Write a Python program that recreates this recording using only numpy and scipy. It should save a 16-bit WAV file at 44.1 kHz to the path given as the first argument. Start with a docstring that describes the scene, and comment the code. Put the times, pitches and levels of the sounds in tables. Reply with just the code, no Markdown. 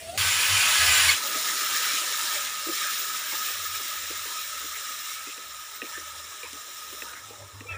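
"""Wet paste fried in an iron wok on a clay stove outdoors, mono. Over the quiet oil a hollow call rises.
At 0.18 s the paste hits the oil: steam bubbles burst in a dense sizzle, heard from afar, with a low hum,
wind and two squeaks. From 1.1 s the sizzle is close by; it turns hollower and dies away over a simmer
while a wooden spatula knocks and scrapes. Oil pops three times around 6 s. At the end the hum swells
again and more squeaks sound."""
import sys
import numpy as np
from scipy import signal
from scipy.fft import rfft, irfft, next_fast_len
from scipy.io import wavfile
from scipy.ndimage import uniform_filter1d, map_coordinates

SR = 44100
rng = np.random.default_rng(int(sys.argv[2]) if len(sys.argv) > 2 else 0)


def persist_wave(psi):
    """Save psi, clipped to +-1, as 16-bit WAV."""
    counts = np.round(np.clip(psi, -1, 1) * 32767).astype(np.int16)
    wavfile.write(sys.argv[1], SR, np.atleast_2d(counts).T)


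N = 342808
TIME_S = np.arange(N) / SR
POUR_S, BOIL_END_S = 0.176, 1.12


def amp(db):
    """dB to gain."""
    return 10 ** (np.asarray(db) / 20)


def unit(x):
    """x at rms 1."""
    return x / np.sqrt(np.mean(x ** 2) + 1e-20)


def curves(rows):
    """Per-sample curve of each column after the time."""
    times_s, *columns = np.transpose(rows)
    return [np.interp(TIME_S, times_s, column) for column in columns]


def wobble(rate_hz):
    """Smooth random curve, rate_hz knots a second."""
    knots = rng.standard_normal(int(N * rate_hz / SR) + 4)
    return map_coordinates(knots, [TIME_S * rate_hz])


def filtered(x, response):
    """x through a complex frequency response."""
    size = next_fast_len(N + SR // 4)
    return irfft(rfft(x, size) * response(np.fft.rfftfreq(size, 1 / SR)), size)[..., :N]


def causal(points):
    """Minimum-phase response through (frequency [Hz], gain [dB]): each pop rings after it bursts."""
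    points_hz, points_db = np.transpose(points)

    def response(hz):
        db = np.interp(np.log(hz + 1), np.log(points_hz + 1), points_db)
        cepstrum = irfft(np.log(amp(np.maximum(db, -80))))
        cepstrum[1:len(hz) - 1] *= 2
        cepstrum[len(hz):] = 0
        return np.exp(rfft(cepstrum))
    return response


def resonance(hz, centre_hz, width_hz):
    """Response of one mode, 1 at its centre."""
    return 1j * hz * width_hz / (centre_hz ** 2 - hz ** 2 + 1j * hz * width_hz)


def spiky_noise(count, spread_db):
    """Noise with a random gain on each sample."""
    return rng.standard_normal(count) * amp(spread_db * np.clip(rng.standard_normal(count), -3, 3))


def bursts(response, spread_db, patchy_db, streak_db):
    """Countless bursting bubbles, rms 1: broad patches where oil spits, streaks where a pitch lingers."""
    x = spiky_noise(N, spread_db)
    for depth_db, window, bins, frames in ((patchy_db, 256, 5, 8), (streak_db, 1024, 2, 6)):
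        spectra = signal.stft(x, nperseg=window)[2]
        field = uniform_filter1d(rng.standard_normal(spectra.shape), size=bins, axis=0)
        field = uniform_filter1d(field, size=frames, axis=1)
        x = signal.istft(spectra * amp(depth_db * unit(field)), nperseg=window)[1][:N]
    return unit(filtered(x, response))


def tone(hz, db, overtones, rough):
    """Gliding sine with overtones (multiple, gain [dB]), hoarse from amplitude and phase flutter."""
    phase = 2 * np.pi * np.cumsum(hz) / SR + rough * wobble(120)
    stack = np.sin(phase) + sum(amp(gain_db) * np.sin(k * phase) for k, gain_db in overtones)
    return np.sqrt(2) * amp(db) * (1 + 0.58 * rough * wobble(140)) * stack


def fry():
    """Close sizzle, swelling as the pieces are turned; spray, wok ring and wood rub follow its level."""
    # close sizzle (time [s], level [dB], finest spray re sizzle [dB])
    levels = [(1.17, -31, -9), (1.28, -32, -4), (1.46, -29, -6.5), (1.96, -28, -5), (2.05, -29.5, -8),
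              (2.29, -29.5, -5), (2.55, -34, -6), (2.69, -34, -4), (2.79, -31, -6), (3.03, -32.5, -1),
              (3.23, -34.5, -5), (3.37, -33, -1), (4.02, -36, -4), (5.1, -37.5, -4), (5.36, -42, -6),
              (5.82, -43, -3), (5.93, -40.5, -7), (6.33, -43, -7), (7.05, -42, -3), (7.18, -45.5, -7),
              (7.77, -53, -8)]
    # sizzle spectra, oil spitting high and sunk into the bowl (frequency [Hz], density [dB])
    high_colour = [(1650, -36), (2800, -3.5), (3000, -5.5), (3870, 2.5), (4640, -3), (5380, 2),
                   (6200, -2.5), (7140, 2), (8060, -5.5), (8980, -3.5), (12600, -14), (13400, -14),
                   (14000, -15)]
    sunk_colour = [(1650, -28), (2800, -3.5), (3060, -6.5), (3890, 3.5), (4610, -10.5), (5030, -1),
                   (5490, 3), (6320, -3), (7330, 2), (7950, -5), (8860, -3), (11200, -12), (12400, -13),
                   (13400, -24), (14000, -35)]
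    # sinking into the bowl (time [s], power share of the sunk colour [0-1])
    sinking = [(1.5, 0), (6, 1)]
    # spray at the microphone port's peak (frequency [Hz], density [dB])
    spray_colour = [(13300, -8.5), (14000, 6), (14600, 18), (15200, 21), (15600, 7.5)]
    # strongest wok modes (frequency [Hz], width [Hz], gain [dB])
    modes = [(613.4, 37, -15.5), (978, 68, -16.5), (1269, 103, 3), (1723, 250, -7.5)]
    # wood on iron (frequency [Hz], density [dB])
    rub_colour = [(820, -36), (1400, -3.5), (1500, -5.5), (1710, 0), (2010, -3.5), (2190, -1.5), (2980, -6),
                  (3200, -3.5), (4160, -20), (7040, -120)]

    def wok(hz):
        return sum(amp(db) * resonance(hz, centre, width) ** 2 for centre, width, db in modes)

    level_db, spray_db = curves(levels)
    sunk_share, = curves(sinking)
    change_db = level_db + 30  # re the loud sizzle at -30 dB
    flicker = wobble(30)
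    high = bursts(causal(high_colour), spread_db=5, patchy_db=1, streak_db=1.46)
    sunk = bursts(causal(sunk_colour), spread_db=5, patchy_db=1, streak_db=1.46)
    sizzle = amp(level_db + 0.6 * flicker) * (np.sqrt(1 - sunk_share) * high + np.sqrt(sunk_share) * sunk)
    spray = amp(level_db + spray_db + 0.8 * flicker + 0.74 * wobble(45))
    spray *= bursts(causal(spray_colour), spread_db=6, patchy_db=1, streak_db=-1)
    ring = amp(-36.5 + 0.85 * change_db) * bursts(wok, spread_db=0, patchy_db=-1.2, streak_db=2)
    rub = amp(-35.5 + 1.086 * change_db + 0.7 * flicker + 0.51 * wobble(5))
    rub *= bursts(causal(rub_colour), spread_db=4, patchy_db=1.1, streak_db=3)
    return sizzle + spray + ring + rub


def boil_up():
    """The water in the paste boils off at once and rings the wok, heard from afar."""
    # far hiss (frequency [Hz], density [dB])
    colour = [(88, -77), (150, -24), (359, -22), (642, -15.5), (842, -13), (1260, -3), (1390, -9),
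              (1510, -6.5), (2490, -1), (4810, -6), (7230, -6), (8120, -9), (10500, -7), (13400, -26.5),
              (15400, -5)]
    # wok modes and dips between them (frequency [Hz], width [Hz], gain re hiss [dB])
    modes = [(1293, 16, 7), (1524, 21, 10), (1674, 38, 8), (1988, 29, 6.5), (2505, 63, 4), (2900, 90, 1.5),
             (3053, 33, 6.5), (4430, 90, 0.5), (6220, 290, -17), (7180, 380, 3.5), (8100, 340, -8),
             (10200, 1200, -3)]

    def rung_hiss(hz):
        peaks = [1 + (amp(db) - 1) * resonance(hz, centre, width) for centre, width, db in modes]
        return causal(colour)(hz) * np.prod(peaks, axis=0)

    rise_db_per_s, fade_db_per_s = 4, 260
    level_db = -21 + rise_db_per_s * (TIME_S - POUR_S)
    level_db -= fade_db_per_s * np.maximum(TIME_S - BOIL_END_S, 0)
    envelope = (TIME_S >= POUR_S) * amp(level_db + 0.48 * wobble(23.8))
    return envelope * bursts(rung_hiss, spread_db=2.5, patchy_db=0.4, streak_db=1.97)


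def knocks():
    """Spatula contacts: a dull, rough thud of the loaded wok and a short click of the iron."""
    # contacts (time [s], relative thud level [dB], thud pitch [Hz], click gain [dB])
    contacts = [(1.352, -35.5, 299, -37), (1.935, -36.5, 290, -52), (2.666, -32, 322, -51),
                (2.685, -25.5, 350, -39), (3.327, -36, 310, -42), (3.794, -43, 423, -52),
                (4.103, -36, 322, -43), (4.255, -43, 456, -53), (4.642, -43, 298, -49),
                (5.271, -39, 288, -42), (5.377, -43.5, 296, -40), (5.818, -36, 463, -31),
                (5.826, -32, 299, -37), (5.975, -36.5, 370, -43), (6.432, -38, 497, -32),
                (6.529, -43, 277, -52), (6.551, -46, 298, -51), (6.926, -40.5, 387, -54),
                (7.021, -37, 478, -30.5), (7.134, -49, 377, -42), (7.304, -41, 462, -50),
                (7.607, -37, 271, -39)]
    # iron click modes (frequency [Hz], gain [dB], t60 [s])
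    modes = [(1070, -27, 0.09), (1900, 4.5, 0.014), (2540, 2.5, 0.021), (2690, -1, 0.035),
             (3680, -6, 0.016)]
    out, t = np.zeros(N + SR), np.arange(SR // 5) / SR
    puff_band = signal.butter(3, [260, 520], "band", fs=SR)
    for start_s, thud_db, thud_hz, click_db in contacts:
        puff = unit(signal.lfilter(*puff_band, rng.standard_normal(len(t))))
        thud = np.sin(2 * np.pi * thud_hz * t) * amp(-60 * t / 0.052)
        thud += 0.37 * puff * amp(-60 * t / 0.11)
        thud *= 1 - np.exp(-t / 0.005)
        click = np.zeros(len(t))
        for hz, db, t60_s in modes:
            decay = amp(db + rng.normal(0, 2.4) - 60 * t / t60_s)
            click += decay * np.sin(2 * np.pi * hz * rng.normal(1, 0.029) * t)
        click += 0.46 * np.diff(rng.standard_normal(len(t) + 1)) * amp(-60 * t / 0.0043)
        click *= 1 - np.exp(-t / 0.0003)
        out[round(start_s * SR):][:len(t)] += amp(thud_db + 5) * thud + amp(click_db) * click
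    return out[:N]


def rasps():
    """Wood dragged over iron: a swell of rough noise around one resonance."""
    # rasps, mostly blade drags (start [s], length [s], centre [Hz], level [dB])
    drags = [(1.466, 0.077, 1900, -33), (2.123, 0.042, 1700, -38), (2.796, 0.13, 1670, -36.5),
             (3.316, 0.051, 950, -41), (4.248, 0.13, 1000, -50.5), (4.721, 0.066, 2200, -39.5),
             (5.063, .12, 2200, -49), (5.29, 0.048, 2580, -42), (5.838, 0.043, 2360, -46),
             (5.919, 0.093, 1750, -40), (6.428, 0.07, 1005, -47), (6.434, 0.047, 2400, -44),
             (7.044, .05, 990, -53), (7.05, 0.16, 1500, -46), (7.144, 0.067, 2020, -47),
             (7.62, 0.098, 480, -53.5), (7.675, .16, 2290, -48), (7.688, 0.078, 3280, -51),
             (7.696, 0.1, 1780, -45), (7.722, .12, 488, -49)]
    out, t = np.zeros(N + SR), np.arange(SR // 5) / SR
    for start_s, length_s, hz, db in drags:
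        band = signal.butter(2, [hz * 0.932, hz * 1.084], "band", fs=SR)
        swell = np.sin(np.pi * np.clip(t / length_s, 0, 1))
        friction = unit(signal.lfilter(*band, spiky_noise(len(t), spread_db=5)))
        out[round(start_s * SR):][:len(t)] += amp(db) * swell * friction
    return out[:N]


def spits():
    """Single oil drops burst: short bright cracks."""
    # pops (time [s], impulse before the band-pass [dB])
    pops = [(5.7694, -20), (5.9424, -17), (6.5318, -11)]
    impulses = np.zeros(N)
    for start_s, db in pops:
        impulses[round(start_s * SR)] = amp(db)
    return signal.lfilter(*signal.butter(2, [1600, 9500], "band", fs=SR), impulses)


def simmer():
    """Large slow bubbles under the sizzle."""
    # bubble spectrum (frequency [Hz], density [dB])
    colour = [(76, -60), (130, -32), (194, -12), (414, -5.5), (506, -6), (602, -1.5), (736, -11), (958, -2),
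              (1070, -8), (1150, -2), (1500, -45), (2530, -120)]
    # bubbling (time [s], level [dB])
    levels = [(1.15, -45.5), (2.3, -48), (2.6, -52), (4.3, -55.5), (5.1, -59), (7.2, -55.5), (7.77, -51.5)]
    envelope = amp(curves(levels)[0] + 0.69 * wobble(6))
    return envelope * bursts(causal(colour), spread_db=3.5, patchy_db=2, streak_db=4)


def squeaks():
    """Brief hoarse squeaks; the pitch holds, then slides late."""
    # squeaks (start [s], length [s], first pitch [Hz], last pitch [Hz], level [dB],
    # octave re fundamental [dB], roughness [0-1])
    events = [(.745, 0.088, 1670, 1640, -31.5, -30, .4), (1.073, 0.047, 2190, 2150, -22.5, -3, .8),
              (7.659, .075, 2375, 2330, -45, -30, .3), (7.677, 0.11, 1320, 1370, -42.5, -28, 0.5),
              (7.679, 0.062, 2650, 2600, -37, -30, .3), (7.728, .055, 2530, 1950, -42, -30, .8)]
    out, edge_s = np.zeros(N), 0.014
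    for start_s, length_s, first_hz, last_hz, db, octave_db, rough in events:
        age_s = TIME_S - start_s
        hz = first_hz + (last_hz - first_hz) * np.clip(age_s / length_s, 0, 1) ** 3.2
        envelope = np.clip(np.minimum(age_s, length_s - age_s) / edge_s, 0, 1) ** 2
        out += envelope * tone(hz, db, [(2, octave_db)], rough)
    return out


def hollow_call():
    """A hollow rising call, perhaps a bird."""
    # call contour (time [s], pitch [Hz], level [dB])
    contour = [(0, 638, -54), (.05, 636, -52), (.08, 668, -44), (.1, 670, -33), (.115, 704, -46),
               (.14, 732, -41), (.17, 790, -46), (.18, 800, -70)]
    # overtones (multiple, gain [dB])
    overtones = [(2, -18), (4, -15), (5, -16), (6, -27)]
    sounding = (TIME_S >= contour[0][0]) & (TIME_S <= contour[-1][0])
    return sounding * tone(*curves(contour), overtones, rough=0.21)


def hum_and_wind():
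    """Low hum, perhaps a far engine, in rumbling swells of sinking pitch over a faint wind."""
    # hum swells (start [s], length [s], first pitch [Hz], relative peak [dB])
    swells = [(0.049, 0.13, 88, -45), (.16, 0.16, 97, -30.5), (.33, 0.067, 92, -41), (.46, .16, 93, -33),
              (0.765, 0.19, 88, -33.5), (0.957, 0.21, 86, -37.5), (1.33, .1, 70, -60), (1.68, .1, 88, -63),
              (2.1, .8, 62, -67), (3.476, 0.39, 96, -53), (3.906, 0.4, 84, -53), (4.398, 0.48, 73, -59),
              (5.054, 0.34, 66, -73), (5.424, 0.24, 69, -58), (5.854, .53, 84, -55), (6.426, 0.21, 76, -56),
              (6.759, .55, 70, -60), (7.2, 0.2, 108, -55), (7.374, .12, 106, -44.5),
              (7.512, 0.15, 100, -42), (7.644, 0.2, 98, -38.5)]
    # wind rumble (frequency [Hz], density [dB])
    colour = [(15, -58), (25, -21), (32, -40), (67, -0.5), (86, 0), (102, -1), (124, -8), (150, -10.5),
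              (200, -27), (330, -120)]
    sag_hz_per_s = 18
    envelope, hz = np.zeros(N), np.zeros(N)
    for start_s, length_s, first_hz, db in swells:
        age_s = TIME_S - start_s
        envelope += amp(db) * np.sin(np.pi * np.clip(age_s / length_s, 0, 1))
        hz[age_s >= 0] = first_hz - sag_hz_per_s * age_s[age_s >= 0]
    hum = np.sqrt(2) * np.sin(2 * np.pi * np.cumsum(hz * (1 + 0.034 * wobble(14))) / SR)
    rumble = unit(filtered(rng.standard_normal(N), causal(colour)))
    wind_db = np.where(TIME_S < BOIL_END_S, -55.5, -73)  # from afar, then close by
    return 0.55 * envelope * hum + (0.21 * envelope + amp(wind_db)) * rumble


def yard():
    """Quiet oil and yard before the paste goes in."""
    # ambience (frequency [Hz], density [dB])
    colour = [(76, -49), (130, -15), (516, -16.5), (669, -4.5), (785, -23), (939, -25), (1270, -17),
              (1460, -19.5), (2990, -15), (4830, -19), (10300, -19.5), (12900, -37), (15400, -21)]
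    ambience = bursts(causal(colour), spread_db=2.5, patchy_db=2, streak_db=-3)
    return (TIME_S < POUR_S) * amp(-40.5) * ambience


def scene():
    """All sources at one microphone, on two equal channels."""
    far = yard() + boil_up()
    fade_in = np.interp(TIME_S, [1.11, 1.16], [0, 1])
    close = fade_in * (fry() + simmer()) + knocks() + rasps() + spits()
    return np.tile(far + close + hum_and_wind() + hollow_call() + squeaks(), (2, 1))


def record(dry):
    """Band limit: nothing passes above 15520 Hz."""
    return filtered(dry, lambda hz: hz < 15520)


dry = scene()
out = record(dry)
persist_wave(out)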